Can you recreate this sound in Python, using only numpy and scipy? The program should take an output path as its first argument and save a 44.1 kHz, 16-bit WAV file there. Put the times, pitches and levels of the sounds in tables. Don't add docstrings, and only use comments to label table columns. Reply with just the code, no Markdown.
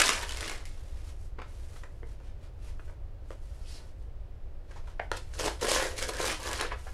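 import sys
import numpy as np
from scipy import signal
from scipy.fft import rfft, irfft
from scipy.io import wavfile
from scipy.ndimage import uniform_filter1d

SR = 44100
rng = np.random.default_rng(int(sys.argv[2]) if len(sys.argv) > 2 else 0)


def generate_wav(signal):
    frames = np.transpose(np.atleast_2d(signal))
    scaled = np.clip(frames, -1, 1) * 32767
    pcm = np.round(scaled).astype(np.int16)
    wavfile.write(sys.argv[1], SR, pcm)


N = 305613
TIME = np.arange(N) / SR

# (time [s], hold [s], release [s], level [dB],
#   panel share [dB], treble share [dB], ring pitch [Hz], ring share [dB])
RIP_SPURTS = [(0.0, .002, 0.03, -14.5, -13.5, -8, 2000, -3), (0.036, 0.031, 0.065, -27, -13, -2, 1050, 0),
              (0.091, .008, 0.19, -25.5, -14, -6, 1030, -12.5),
              (0.221, 0.011, .03, -36.5, -8, -0.5, 1850, 5),
              (0.278, 0.14, 0.083, -41, -11.5, -5.5, 1040, -17),
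              (0.41, .11, .13, -37.5, -9.5, -6, 2050, -4), (0.654, .011, 0.1, -54, -21, 3, 2100, -4)]
# (frequency [Hz], density [dB per Hz])
RIP_COLOUR = [(110, -27), (210, -10), (310, -7.5), (430, -3.5), (680, -6.5), (1050, -8), (1700, -4.5),
              (2800, -8), (7000, -12), (10000, -15), (12500, -25.5), (14500, -45.5)]
# (frequency [Hz], width [Hz], lift [dB])
FLAP_MODES = [(300, 27, 3), (1080, 300, 1.5), (2800, 130, 2), (4190, 48, 1.5), (5230, 150, 1.8)]
# (time [s], level [dB], crackle length [s], ring pitch [Hz], treble share [dB])
SNAPS = [(.001, -2, 0.0013, 1400, 3), (.0169, -0.5, .0014, 1200, 3.5), (0.019, -4, 0.0016, 2900, 2),
         (.0277, -24, .0006, 1300, 0), (.0588, -20.5, .0008, 6300, 12), (.068, -12, 0.00064, 3500, 3),
         (.0725, -20, 0.00079, 1760, 11), (0.0805, -15, .0006, 3700, 7), (0.092, 3, 0.001, 1070, -5.5),
         (0.124, -23.5, 0.00091, 1500, 5), (.135, -21, .0007, 7500, 0), (.293, -24.5, .0008, 2970, 8.5),
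         (0.31, -29, 0.00089, 3700, 8), (.322, -24.5, 0.00083, 3450, 7), (.3715, -23, 0.0012, 2190, 8),
         (.408, -26, .00065, 3520, 10.5), (.44, -24, 0.00055, 3500, -4), (0.478, -24, .0015, 1700, 8),
         (.496, -20, 0.0016, 2130, 5), (.6548, -34, 0.00067, 2280, 10), (5.170, -23.5, .0028, 480, 4),
         (5.3375, -28, 0.00053, 1600, -7), (5.397, -22, .0009, 520, 5), (5.455, -19, 0.00058, 680, 2),
         (5.6118, -25, 0.002, 410, 10), (5.6522, -18, .0007, 413, 3), (5.7163, -12, 0.00074, 1100, 4),
         (5.7238, -15, 0.00094, 560, -2.5), (5.8262, -24, .001, 1500, 5), (5.979, -18.5, 0.0042, 2230, 5.5),
         (6.022, -23, 0.0043, 2250, 5.5), (6.045, -31, 0.0011, 2200, 4), (6.136, -27, .0008, 420, 9),
         (6.148, -29, .0006, 1625, 7), (6.169, -25, .0008, 1670, 8), (6.2633, -18, 0.0013, 1240, 6),
         (6.2747, -19.5, 0.001, 4950, 6.5), (6.281, -18, 0.0012, 2260, 6.5), (6.312, -28, 0.0013, 2480, 6),
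         (6.431, -30, 0.00091, 1030, 12), (6.531, -20, 0.0012, 1020, 8.5), (6.611, -15, 0.0016, 3880, 6.5)]
# (time [s], hold [s], release [s],
#   level [dB], panel share [dB], treble share [dB], ring pitch [Hz], ring share [dB])
TUGS = [(5.126, .023, .07, -47.5, -16, -12, 2660, 10), (5.169, 0.0064, 0.027, -43.5, -1, -1, 2600, -6),
        (5.343, 0.014, 0.064, -44, -8, -8, 1500, -6), (5.397, 0.0062, .15, -31, -5.5, -7.5, 720, -16),
        (5.449, 0.028, 0.033, -27.5, -4.5, -10, 746, 1), (5.626, 0.029, .12, -30, -1.5, -8.5, 1010, -12),
        (5.686, .07, 0.065, -26.5, -8.5, -4.5, 1100, -8), (5.767, 0.065, .14, -29.5, -3.5, -7.5, 1930, -5),
        (5.981, 0.0091, 0.05, -39, -1, 1.5, 2130, 0), (6.02, 0.021, 0.053, -36, -3.5, -4.5, 1620, 7),
        (6.09, 0.004, 0.025, -39.5, 5.5, 3, 2090, 8), (6.137, .046, 0.08, -41.5, -1, -6.5, 1630, 9),
        (6.199, .047, 0.12, -30.5, -5.5, -7.5, 1650, -23), (6.251, 0.068, 0.07, -28, -10, -10, 3100, -5),
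        (6.4, 0.098, .08, -44, -1.5, -2, 980, 7.5), (6.46, 0.013, 0.1, -34, -5, -6.5, 1020, -5),
        (6.512, 0.12, 0.061, -35, -10, -8.5, 1020, -15), (6.6, 0.017, .085, -28.5, -8.5, -18, 4260, 4),
        (6.721, 0.0087, 0.026, -30.5, -12.5, -30, 2550, -9)]
# (frequency [Hz], density [dB per Hz])
PULL_COLOUR = [(120, -9), (210, -17.5), (310, -3.5), (400, -3), (510, -2.7), (800, -11), (1200, -11),
               (1700, -9.5), (2500, -10), (5000, -7.5), (7500, -10.5), (10500, -13.5), (12500, -22.5),
               (15000, -36)]
# (frequency [Hz], width [Hz], lift [dB])
PANEL_MODES = [(522, 45, 5), (1016, 100, 3), (1670, 100, 2.5), (3550, 160, -2.5)]
# (time [s], panel pitch [Hz], crease pitch [Hz],
#   thud level [dB], crack level [dB], tick level [dB], contact length [s])
KNOCKS = [(1.384, 337, 1500, -47, -47, -72, 0.0055), (1.3892, 417, 2000, -47, -45.5, -67, 0.0021),
          (1.399, 400, 1910, -55, -48, -74, 0.0023), (1.4177, 525, 2250, -55, -43.5, -61, 0.0026),
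          (1.760, 403, 1400, -58, -53, -66, .005), (1.834, 480, 1930, -54, -46.5, -60, 0.0043),
          (2.024, 380, 1300, -59, -72, -80, 0.00097), (2.0305, 387, 2140, -46, -51.5, -87, .0016),
          (2.202, 398, 1480, -64, -61, -74, 0.00092), (2.795, 344, 1470, -54.5, -50, -81.5, 0.002),
          (2.878, 520, 1610, -53, -58.5, -74, .003), (2.895, 535, 1110, -53, -55, -77.5, 0.0028),
          (3.3055, 494, 2390, -41.5, -47.5, -64, 0.001), (3.315, 537, 2500, -52, -54, -66, 0.0012),
          (4.709, 500, 1564, -60, -52, -61, 0.0061), (4.758, 597, 1000, -58, -48, -60, 0.012),
          (4.872, 496, 1000, -56, -50, -67, 0.0086), (4.9954, 720, 1530, -41, -39, -82, 0.00021),
          (4.9982, 696, 1580, -30.5, -34.5, -67, 0.00058), (5.1162, 547, 1390, -31, -28, -40.5, 0.00074),
          (5.395, 550, 950, -35.5, -37.5, -36.5, 0.0038), (5.4789, 540, 800, -35, -32, -44, 0.0023),
          (5.629, 433, 1000, -32, -45, -37, 0.0032), (5.683, 494, 1100, -32, -47, -48, 0.0015),
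          (5.7157, 525, 1110, -30, -40, -44, .002), (5.761, 495, 1510, -33, -31, -44, 0.0014),
          (5.824, 500, 1050, -33.5, -36, -48, 0.00062), (6.0265, 480, 1500, -36.5, -40.5, -35.5, 0.00054),
          (6.0906, 477, 1640, -35, -36.5, -56, 0.0033), (6.2008, 462, 1550, -31, -35, -59, 0.0012),
          (6.242, 425, 1000, -38, -34.5, -50, 0.00093), (6.647, 440, 1600, -39.5, -36.5, -63, 0.0036),
          (6.717, 600, 1270, -44, -35, -57, 0.0077), (6.867, 640, 1580, -45.5, -45, -67, 0.0094)]
# (multiple of the panel pitch [ratio], density [dB per Hz])
THUD_COLOUR = [(.24, -8.5), (.48, -7.5), (.68, 8), (1.2, 11.5), (1.65, -6), (2.8, -17.5), (5.5, -41),
               (20, -85)]
# (frequency [Hz], density [dB per Hz])
CRACK_COLOUR = [(350, -16), (700, 2.5), (930, 7.5), (1170, 3), (1550, 1), (1900, -1), (2400, -6.5),
                (3200, -15), (5000, -30), (12000, -85)]
# (frequency [Hz], density [dB per Hz])
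TICK_COLOUR = [(1500, -24), (3000, 5), (6500, 6.5), (10000, -3.5), (13000, -14), (15500, -27)]
# (time [s], hold [s], level [dB], fine hiss share [dB])
BRUSHES = [(0.737, 0.28, -60.5, -8.5), (1.068, 0.031, -56, -7), (1.199, 0.061, -70.5, 1.5),
           (1.416, .02, -59, -24), (1.486, 0.22, -62.5, -5.5), (1.757, .02, -57.5, -5.5),
           (1.82, 0.17, -74, -3), (2.088, 0.036, -64.5, -6.5), (2.25, 0.026, -61, -13.5),
           (2.442, 0.0088, -60, -13), (2.649, 0.046, -57, -9.5), (2.798, .11, -68, -7),
           (3.302, 0.026, -63, -7), (3.432, 0.2, -65, -6.5), (3.695, 0.1, -57, -20),
           (3.822, 0.069, -64.5, -8.5), (4.004, .03, -73.5, -4.5), (4.71, 0.081, -60, -15),
           (4.881, 0.024, -58.5, -14), (5.022, 0.027, -63, -13), (5.237, 0.087, -61, -9.5),
           (6.79, 0.15, -57, -6.5)]
# (frequency [Hz], density [dB per Hz])
BRUSH_COLOUR = [(200, -3), (400, 3), (1000, -1), (1800, -1), (3500, -4), (5200, -4), (7500, -5.5),
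                (10500, -7.5), (12500, -13.5), (14500, -37)]
# (frequency [Hz], density [dB per Hz])
SWISH_COLOUR = [(1500, -26), (2800, -6), (3500, -8), (5100, 1.5), (6300, -6.5), (9500, -7), (12000, -15),
                (14000, -43)]
# (time [s], pitch [Hz])
SWISH_PITCH = [(3.655, 2800), (3.70, 4300), (3.745, 4840), (3.81, 3880)]
# (frequency [Hz], density [dB per Hz])
AIR_COLOUR = [(12, 1), (22, 6), (36, -4), (52, 0.5), (78, -5), (115, -15), (165, -27), (210, -30.5),
              (330, -29), (570, -30.5), (950, -39.5), (2300, -48), (5000, -56), (6500, -61), (15500, -68)]

RIP_ATTACK_S, TUG_ATTACK_S = 0.0043, 0.028
BRUSH_ATTACK_S, BRUSH_RELEASE_S = 0.085, 0.083
SNAP_WIDTH_HZ, SNAP_LIFT_DB = 250, 13.5
RING_WIDTH_HZ = 200
KNOCK_SPAN_S = 0.012
CREASE_WIDTH_HZ, CREASE_LIFT_DB = 380, 6
SETTLE_S, SETTLE_DB = 0.026, -11
CATCHES_PER_S, CATCH_DB, CATCH_SPREAD_DB = 22, -22, 6
SWISH_AT_S, SWISH_HOLD_S, SWISH_ATTACK_S, SWISH_RELEASE_S = 3.69, 0.067, 0.075, 0.1
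SWISH_DB = -53.5
WEAVE_DB, WEAVE_WIDTH_HZ = -6.5, 1600
AIR_DB = -39
ROOM_FADE_S, ROOM_DULL_HZ = 0.28, 9040
ROOM_DB, KNOCK_ROOM_DB = -3.5, -4.5
CUTOFF_HZ = 15800


def rip():
    gain, panel_db, treble_db, *_ = strokes(RIP_SPURTS, RIP_ATTACK_S)
    jerk = jerks(per_s=300, decay_s=.0006, depth_db=2.5, spread_db=2.5)
    breaks = grains(per_s=2200, spread_db=1.5, ring_s=0.00054, smooth_db=-5.5, patchy_db=1.0, jerk=jerk)
    drive = breaks * gain + taut(breaks, RIP_SPURTS, RIP_ATTACK_S)
    flap = through(drive, response(RIP_COLOUR, FLAP_MODES))
    return from_db(-4.0) * shade(flap, panel_db + 11.0, treble_db + 4)


def snaps():
    out = np.zeros(N)
    for s, level_db, crackle_s, ring_hz, treble_db in SNAPS:
        patch = response(RIP_COLOUR, [(ring_hz, SNAP_WIDTH_HZ, SNAP_LIFT_DB)])
        crack = from_db(level_db + 4.5) * through(blow(crackle_s), patch)
        body = signal.lfilter(*signal.butter(1, 2700, fs=SR), crack)
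        add(out, s, body + (crack - body) * from_db(treble_db))
    return shade(out, panel_db=-7.5, treble_db=3.0)


def pull():
    gain, panel_db, treble_db, *_ = strokes(TUGS, TUG_ATTACK_S)
    jerk = jerks(per_s=170, decay_s=0.00087, depth_db=2.0, spread_db=2.5)
    slips = grains(per_s=4500, spread_db=3.0, ring_s=0.00076, smooth_db=-4.0, patchy_db=2.5, jerk=jerk)
    drive = slips * gain + taut(slips, TUGS, TUG_ATTACK_S)
    rasp = through(drive, response(PULL_COLOUR, PANEL_MODES))
    return from_db(-1.58) * shade(rasp, panel_db + 5.5, treble_db + 1.5)


def knocks():
    out, tick = np.zeros(N), response(TICK_COLOUR)
    for s, pitch_hz, crease_hz, thud_db, crack_db, tick_db, contact_s in KNOCKS:
        thud = response(np.array(THUD_COLOUR) * [pitch_hz, 1], [(pitch_hz, 260, 5)])
        add(out, s, from_db(thud_db) * thud)
        crumple = through(blow(contact_s), settle())
        crack = response(CRACK_COLOUR, [(crease_hz, CREASE_WIDTH_HZ, CREASE_LIFT_DB)])
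        for level_db, ring in ((crack_db, crack), (tick_db, tick)):
            sound = through(crumple, ring)
            add(out, s, from_db(level_db) * sound / np.linalg.norm(sound))
    return out * np.sqrt(KNOCK_SPAN_S * SR)


def brush():
    rows = [(s, hold_s, BRUSH_RELEASE_S, db, fine) for s, hold_s, db, fine in BRUSHES]
    touch, fine_db = strokes(rows, BRUSH_ATTACK_S)
    uneven_hiss = rms_one(rng.standard_normal(N) * from_db(1.9 * drift(260)))
    rubbing = uneven_hiss + from_db(CATCH_DB) * catches()
    hiss = through(rubbing * touch, response(BRUSH_COLOUR))
    coarse = lows(hiss, 4800)
    return from_db(0.5) * (coarse + (hiss - coarse) * from_db(fine_db + 6.5))


def swish():
    lift = from_db(SWISH_DB) * stroke(SWISH_AT_S, SWISH_HOLD_S, SWISH_ATTACK_S, SWISH_RELEASE_S)
    roughness = jerks(per_s=240, decay_s=.002, depth_db=-1, spread_db=1.5)
    scrape = through(rng.standard_normal(N) * roughness, response(SWISH_COLOUR))
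    pitch_hz = np.interp(TIME, *np.transpose(SWISH_PITCH))
    phase = 2 * np.pi * np.cumsum(pitch_hz) / SR
    threads = rms_one(lows(rng.standard_normal(N), WEAVE_WIDTH_HZ / 2) * np.cos(phase))
    drag = from_db(SWISH_DB + WEAVE_DB) * stroke(3.662, hold_s=.105, attack_s=0.022, release_s=0.06)
    return lift * scrape + drag * threads


def air():
    ring = response(AIR_COLOUR, [(556, 30, 3.0)])
    noise = rng.standard_normal(N + len(ring) - 1)
    return from_db(AIR_DB) * rms_one(signal.fftconvolve(noise, ring, "valid"))


def bedroom(x, wet_db, count=3, size=20000):
    t = TIME[:size]
    fade = from_db(-60 * t / ROOM_FADE_S) * np.clip((t - .0015) / 0.0011, 0, 1)
    places = np.array([drift(7) for _ in range(count)])
    places /= np.linalg.norm(places, axis=0)
    echoes = sum(through(x * place, diffuse(fade)) for place in places)
    echoes = signal.lfilter(*signal.butter(1, ROOM_DULL_HZ, fs=SR), echoes)
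    wet = from_db(wet_db)
    return (x + wet * echoes) / np.sqrt(1 + wet ** 2)


def diffuse(fade, size=61):
    echoes = rng.standard_normal(len(fade)) * fade
    spectrum = rfft(echoes)
    band_power = uniform_filter1d(np.abs(spectrum) ** 2, size=size)
    echoes = irfft(spectrum / np.sqrt(band_power), len(fade))
    echoes *= (fade > 0) * np.linspace(1, 0, len(fade)) ** 2
    return echoes / np.linalg.norm(echoes)


def grains(per_s, spread_db, ring_s, smooth_db, patchy_db, jerk):
    hiss = rng.standard_normal(N)
    bass = lows(hiss, 740)
    slips = rms_one(pings(per_s, spread_db, ring_s) + from_db(smooth_db) * (hiss - bass))
    crackle = 0
    for edge_hz in 1200 * 1.3 ** np.arange(11):
        band = lows(slips, edge_hz)
        slips = slips - band
        crackle = crackle + band * rms_one(from_db(patchy_db * drift(35)))
    return rms_one(even(bass) + even(crackle * jerk))


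def pings(per_s, spread_db, ring_s, size=160):
    when, pitch, strength, phase = rng.random((int(per_s * N / SR), 4)).T[:, :, None]
    hz = 700 + 13000 * pitch
    height = from_db(spread_db * np.minimum(-np.log1p(-strength), 3))
    t = TIME[:size]
    rings = height * np.sin(2 * np.pi * (hz * t + phase)) * np.exp(-t / ring_s)
    at = (when * N).astype(int) + np.arange(size)
    return rms_one(np.bincount(at.ravel(), rings.ravel(), minlength=N)[:N])


def jerks(per_s, decay_s, depth_db, spread_db):
    lets_go = rng.random(N) < per_s / SR
    jump_db = depth_db + spread_db * np.minimum(rng.exponential(1, N), 3)
    releases = lets_go * from_db(jump_db) ** 2
    surge = signal.lfilter([1], [1, -np.exp(-1 / (decay_s * SR))], releases)
    return rms_one(np.sqrt(1 + surge))


def taut(x, rows, attack_s):
    out, r = np.zeros(N), np.exp(-np.pi * RING_WIDTH_HZ / SR)
    for s, hold_s, release_s, db, _, _, ring_hz, ring_db in rows:
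        drive = x * from_db(db + ring_db) * stroke(s, hold_s, attack_s, release_s)
        resonator = [1, -2 * r * np.cos(2 * np.pi * ring_hz / SR), r * r]
        out += signal.lfilter([1 - r, 0, r - 1], resonator, drive)
    return out


def blow(contact_s, size=4096):
    age = TIME[:size] / contact_s
    flurry = rng.standard_normal(size) * np.sqrt(age) * np.exp(-age)
    push = (contact_s / 0.00069) * flurry / np.linalg.norm(flurry)
    push[0] += 1
    return push / np.linalg.norm(push)


def settle(count=4, size=2048):
    touches = np.zeros(size)
    touches[0] = 1
    for when, strength in rng.random((count, 2)):
        at = min(int((.1 + when) * SETTLE_S * SR), size - 1)
        touches[at] += from_db(SETTLE_DB) * strength * (1.5 - when)
    return touches


def catches():
    strength_db = CATCH_SPREAD_DB * np.minimum(rng.exponential(1, N), 3)
    return rms_one((rng.random(N) < CATCHES_PER_S / SR) * from_db(strength_db))


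def stroke(s, hold_s, attack_s, release_s):
    early = np.maximum(s - TIME, 0) / attack_s
    late = np.maximum(TIME - s - hold_s, 0) / release_s
    return np.exp(-np.log(10) * np.minimum(early + late, 6))


def strokes(rows, attack_s):
    gains = [from_db(db) * stroke(s, hold_s, attack_s, release_s) for s, hold_s, release_s, db, *_ in rows]
    power = np.array(gains) ** 2
    total = power.sum(axis=0)
    tones = np.transpose([row[4:] for row in rows])
    return [np.sqrt(total), *tones @ power / total]


def shade(x, panel_db, treble_db):
    boom, body = lows(x, 746), lows(x, 2700)
    return boom * from_db(panel_db) + body - boom + (x - body) * from_db(treble_db)


def even(x, size=1300):
    return x * np.std(x) / np.sqrt(uniform_filter1d(x ** 2, size=size) + 1e-12)


def response(colour, modes=(), size=8192):
    hz = np.maximum(np.arange(size // 2 + 1) * SR / size, 1)
    points = np.array(colour)
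    db = np.interp(np.log(hz), np.log(points[:, 0]), points[:, 1])
    db = db + 40 * np.log10(np.minimum(hz / points[0, 0], 1))
    for centre, width, lift_db in modes:
        db = db + lift_db / (1 + (2 * (hz - centre) / width) ** 2)
    cepstrum = irfft(np.log(from_db(db)))
    cepstrum[1:size // 2] *= 2
    cepstrum[size // 2 + 1:] = 0
    ring = irfft(np.exp(rfft(cepstrum)))
    return ring / np.linalg.norm(ring)


def through(x, ring):
    return signal.oaconvolve(x, ring)[:N]


def lows(x, edge_hz):
    return signal.sosfiltfilt(signal.butter(2, edge_hz, fs=SR, output="sos"), x)


def drift(per_s):
    knots = rng.standard_normal(N // 20)
    return rms_one(np.interp(TIME * per_s, np.arange(len(knots)), knots))


def from_db(db):
    return 10 ** (np.asarray(db) / 20)


def rms_one(x):
    return x / np.sqrt(np.mean(x ** 2) + 1e-20)


def add(track, s, sound):
    start = round(s * SR)
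    track[start:start + len(sound)] += sound[:N - start]


def scene():
    paper = bedroom(rip() + snaps() + pull() + brush() + swish(), ROOM_DB)
    packet = bedroom(knocks(), KNOCK_ROOM_DB)
    return (paper + packet + air())[None]


def record(dry):
    return signal.sosfilt(signal.ellip(10, .2, 80, CUTOFF_HZ, fs=SR, output="sos"), dry)


dry = scene()
out = record(dry)
generate_wav(out)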